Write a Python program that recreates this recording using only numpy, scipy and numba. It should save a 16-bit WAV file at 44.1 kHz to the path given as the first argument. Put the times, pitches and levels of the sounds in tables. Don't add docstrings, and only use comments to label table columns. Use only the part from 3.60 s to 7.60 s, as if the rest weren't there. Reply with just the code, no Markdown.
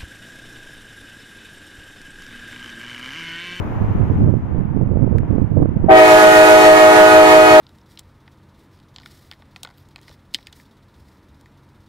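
import sys
import numpy as np
from scipy.fft import rfft, irfft, next_fast_len
from scipy.io import wavfile
from scipy.ndimage import map_coordinates
from numba import njit

SR = 44100
rng = np.random.default_rng(int(sys.argv[2]) if len(sys.argv) > 2 else 0)


def unload_audio(sound):
    columns = np.transpose(np.atleast_2d(sound))
    steps = np.round(np.clip(columns, -1, 1) * 32767)
    wavfile.write(sys.argv[1], SR, steps.astype(np.int16))


N = 176400

HORN_START_S = 2.28


def horn():
    attack_s, gain_db = 0.093, 14
    t = np.maximum(np.arange(N) / SR - HORN_START_S, 0)
    tone = chord()
    pressure = np.minimum(t / attack_s, 1) ** 1.2
    return amp(gain_db) * pressure * (tone + rasp(tone, t))


def chord(count=20):
    # pitch f/Hz, sharpness at the start [share of the pitch], drift [Hz per s]
    bells = [(315, .031, -.72), (367, .056, 0), (422.8, .035, .5), (488.8, .06, 0), (621.8, .013, .62)]
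    speak_boosts = [1.5, 10.5, -2.5, 0.5, 6.5]
    left_harmonics = [(-17.5, -8.5, -19.5, -26.5, -29.5, -29), (-19, -12.5, -26, -20, -39, -37),
                      (-12, -18.5, -20, -34, -35.5, -42), (-39, -34, -31.5, -25, -48, -30.5),
                      (-11.5, -19.5, -19, -23, -50, -34)]
    right_harmonics = [(-15, -5, -20, -31.5, -43, -32.5), (-20.5, -14.5, -26, -18, -23, -22.5),
                       (-25, -11.5, -19.5, -20, -52, -49), (-16.5, -24, -17, -39, -31, -38.5),
                       (-12.5, -16.5, -25, -34.5, -34.5, -38.5)]
    # f/Hz, level/dB
    upper_harmonics = [(2000, -29), (2500, -33), (3000, -37), (3700, -44), (4400, -42), (5200, -50),
                       (7000, -48), (14000, -76)]
    settle_s, pitch_jitter = 0.085, 0.00088
    dull_db_per_octave, open_s, dull_corner_hz = 24, 0.041, 722
    flutter_db_per_khz, smear_rad_per_khz = 1.52, 0.25
    right_lead_s = 0.0002

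    start = round(HORN_START_S * SR)
    t = np.arange(N - start) / SR
    out = np.zeros((2, N))
    dull_db = dull_db_per_octave * np.exp(-t / open_s)
    settling = np.exp(-t / settle_s)
    unsteady = pitch_jitter * wobble(60.6, len(t))
    for (hz, sharp, drift), speak_db, left, right in zip(bells, speak_boosts, left_harmonics, right_harmonics):
        pitch = hz * (1 + sharp * settling + unsteady) + drift * t
        turn = 2 * np.pi * np.cumsum(pitch) / SR
        for k in range(1, count + 1):
            partial_hz = k * hz
            khz = partial_hz / 1000
            octaves_above_corner = max(0, np.log2(partial_hz / dull_corner_hz))
            offset = rng.uniform(0, 2 * np.pi) * (k > 2)
            for port, levels in enumerate((left, right)):
                db = levels[k - 1] if k <= len(levels) else along(upper_harmonics, partial_hz)
                db = db + speak_db * settling - dull_db * octaves_above_corner
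                db = db + flutter_db_per_khz * min(khz, 2) * wobble(9.025, len(t))
                lead = 2 * np.pi * hz * right_lead_s * port
                smear = smear_rad_per_khz * khz * wobble(14, len(t))
                phase = k * (turn + lead) + offset + smear
                out[port, start:] += np.sqrt(2) * amp(db) * np.sin(phase)
    return out


def rasp(tone, t):
    # f/Hz, relative level/dB
    left_colour = [(30, -34), (100, -7), (220, -6.5), (500, 1.5), (1000, 3.5), (2000, -10.5), (3200, -12),
                   (4800, -18), (7000, -14), (8600, -25.5), (12000, -22.5), (14500, -36.5)]
    right_colour = [(30, -28), (100, -8), (220, -2), (500, -20), (1000, -10), (2000, -2), (3200, -10),
                    (4800, -15.5), (7800, -17.5), (10000, -16), (12000, -19.5), (14500, -25.5)]
    port_db = [[-11], [-12]]
    rise_s, fade_db_per_s, pulse_share = 0.092, 3, 0.26
    pulsing = 1 - pulse_share + pulse_share * np.abs(tone) / tone[:, t > 0].std()
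    air = np.array([noise(left_colour), noise(right_colour)]) * amp(port_db)
    envelope = (1 - np.exp(-t / rise_s)) ** 2 * amp(-fade_db_per_s * t)
    return air * pulsing * envelope


def wind():
    # t/s, level/dB, left minus right/dB
    gusts = [(0.0, -21, 41), (0.02, -26.5, -1.0), (0.2, -28, -4.5), (0.21, -22, -11.5), (0.27, -23.5, 1.0),
             (0.32, -19, -8), (0.34, -35, 5), (0.36, -18.5, -2), (0.42, -16.5, -23), (0.46, -24, -7.5),
             (0.51, -16, -16), (0.55, -21.5, -2), (0.62, -13.5, -4.5), (0.75, -19, -22.5),
             (0.81, -30.5, -1), (0.93, -21, -16.5), (1.02, -20, -18), (1.08, -28, -7.5), (1.15, -21.5, -16),
             (1.59, -16.5, -19.5), (1.64, -24.5, 2), (1.65, -28.5, -7.5), (1.73, -16.5, -16),
             (1.85, -20, -20), (1.87, -29, -21.5), (1.89, -26, -6), (1.96, -18, -26), (2.01, -10, -11.5),
             (2.06, -21.5, -18), (2.19, -24, -5), (2.25, -16.5, -17), (2.28, -21.5, -22)]
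    # f/Hz, relative level/dB
    rumble_colour = [(15, -8), (40, -11), (90, 0.5), (135, -3.5), (200, -8.5), (300, -15), (500, -38),
                     (1000, -86.5)]
    # f/Hz, relative level/dB
    flap_colour = [(60, -11), (200, -2), (300, -3), (500, -8.5), (700, -20), (1200, -36.5), (3000, -70),
                   (8000, -88)]
    eddies_per_s, rumble_swing_db, flap_swing_db = 110, 3, 5
    flap_base_db, flap_growth = -10, 1.64
    lull_db_per_s = 2.5

    level_db, pan_db = curves(gusts)
    top_db = level_db.max()
    share = np.array([amp(pan_db), np.ones(N)])
    share = share / np.linalg.norm(share, axis=0)
    ports = []
    for port_db in level_db + 20 * np.log10(2 * share):
        gust_db = port_db - top_db
        eddies = wobble(eddies_per_s, N)
        flap_db = flap_base_db + flap_growth * np.minimum(gust_db, 6) + flap_swing_db * eddies
        rumble = amp(gust_db + rumble_swing_db * eddies) * noise(rumble_colour)
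        flapping = amp(flap_db) * noise(flap_colour)
        ports.append(rumble + flapping)
    lull_db = lull_db_per_s * np.maximum(np.arange(N) / SR - HORN_START_S, 0)
    return amp(top_db - lull_db) * np.array(ports)


def slaps():
    # onset t/s, peak level/dB before the gain
    strikes = [(0.675, -14.5), (0.739, -12.5), (0.946, -23), (1.172, -19), (1.212, -16.5), (1.258, -35),
               (1.334, -22.5), (1.357, -17), (1.371, -13.5), (1.476, -17), (1.527, -16), (1.559, -17),
               (1.632, -20), (1.761, -23), (1.782, -12.5), (1.971, -13), (2.035, -30), (2.057, -11.5),
               (2.242, -18)]
    gain_db, width_s, left_db = 13, 0.00058, -23
    t = np.arange(N) / SR
    bumps = np.zeros(N)
    for onset_s, db in strikes:
        shape = np.exp(-((t - onset_s) / width_s - 2) ** 2)
        bumps += amp(db + gain_db) * rng.choice([-1, 1]) * shape
    return np.array([amp(left_db) * bumps, bumps])


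def knock():
    # f/Hz, relative level/dB
    knock_colour = [(300, -5), (1500, 23.5), (3000, -5.5), (5000, -23), (6700, -16), (8500, -31),
                    (12000, -31), (15000, -39)]
    start_s, level_db, right_db, t60_s = 1.5845, -23, -10, 0.0073
    t = np.arange(N) / SR - start_s
    envelope = amp(level_db - 60 * np.abs(t) / t60_s) * (t >= 0)
    return envelope * noise(knock_colour) * amp([[0], [right_db]])


def traffic():
    # t/s, roar level/dB, tyre hiss level/dB
    passing = [(0, -46, -63.5), (.42, -47.5, -66), (.62, -50.5, -67.5), (.75, -55, -72.5),
               (.92, -52.5, -75), (1.35, -56, -81), (1.7, -53, -74), (2.0, -56.5, -76), (2.25, -54, -77)]
    # f/Hz, relative level/dB
    roar_colour = [(40, -18.5), (120, -5.5), (300, 8), (500, 1.5), (900, 2), (1500, -7.5), (2200, -14),
                   (3000, -24), (4500, -46), (6500, -55), (14000, -72)]
    # f/Hz, relative level/dB
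    hiss_colour = [(1000, -9.5), (3000, 4), (4500, -7), (6800, -6.5), (7800, -18.5), (10000, -14.5),
                   (14000, -9)]
    roar_gain_db, hiss_gain_db = 15, 6.5
    alike = 0.2
    roar_db, hiss_db = curves(passing)
    common = np.sqrt(alike) * noise(roar_colour)
    separate = np.sqrt(1 - alike) * np.array([noise(roar_colour), noise(roar_colour)])
    roar = amp(roar_db + roar_gain_db) * (common + separate) * amp([[1], [-1.2]])
    hiss = amp(hiss_db + hiss_gain_db) * np.array([noise(hiss_colour), noise(hiss_colour)])
    return roar + hiss


def scene():
    return horn() + wind() + slaps() + knock() + traffic()


@njit
def follow(peak, grab, release):
    out, level = np.empty_like(peak), 0.
    for i in range(len(peak)):
        level += (peak[i] - level) / (grab if peak[i] > level else release)
        out[i] = level
    return out


def record(dry):
    ceiling, grab_s, release_s = 1.432, 0.002, 0.16
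    clip_top, clip_knee, top_hz = 0.93, 4, 14616
    level = follow(np.abs(dry).max(axis=0), grab_s * SR, release_s * SR)
    x = dry * ceiling / np.maximum(level, ceiling)
    x = x / (1 + np.abs(x / clip_top) ** clip_knee) ** (1 / clip_knee)
    return filtered(x, lambda hz: hz < top_hz)


def amp(db):
    return 10 ** (np.asarray(db) / 20)


def unit(x):
    return x / np.sqrt(np.mean(x ** 2) + 1e-20)


def along(points, hz):
    f, v = np.transpose(points)
    return np.interp(np.log(hz + 1), np.log(f + 1), v)


def curves(rows):
    s, *cols = np.transpose(rows)
    return [np.interp(np.arange(N) / SR, s, c) for c in cols]


def wobble(rate, size):
    coarse = np.arange(0, size + 64, 64)
    knots = rng.standard_normal(int(size * rate / SR) + 4)
    smooth = map_coordinates(knots, [coarse * rate / SR], mode="nearest")
    return np.interp(np.arange(size), coarse, smooth)


def filtered(x, response):
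    m = next_fast_len(N + SR // 2)
    return irfft(rfft(x, m) * response(np.fft.rfftfreq(m, 1 / SR)), m)[..., :N]


def noise(spectrum):
    return unit(filtered(rng.standard_normal(N), lambda hz: amp(along(spectrum, hz))))


dry = scene()
out = record(dry)
unload_audio(out)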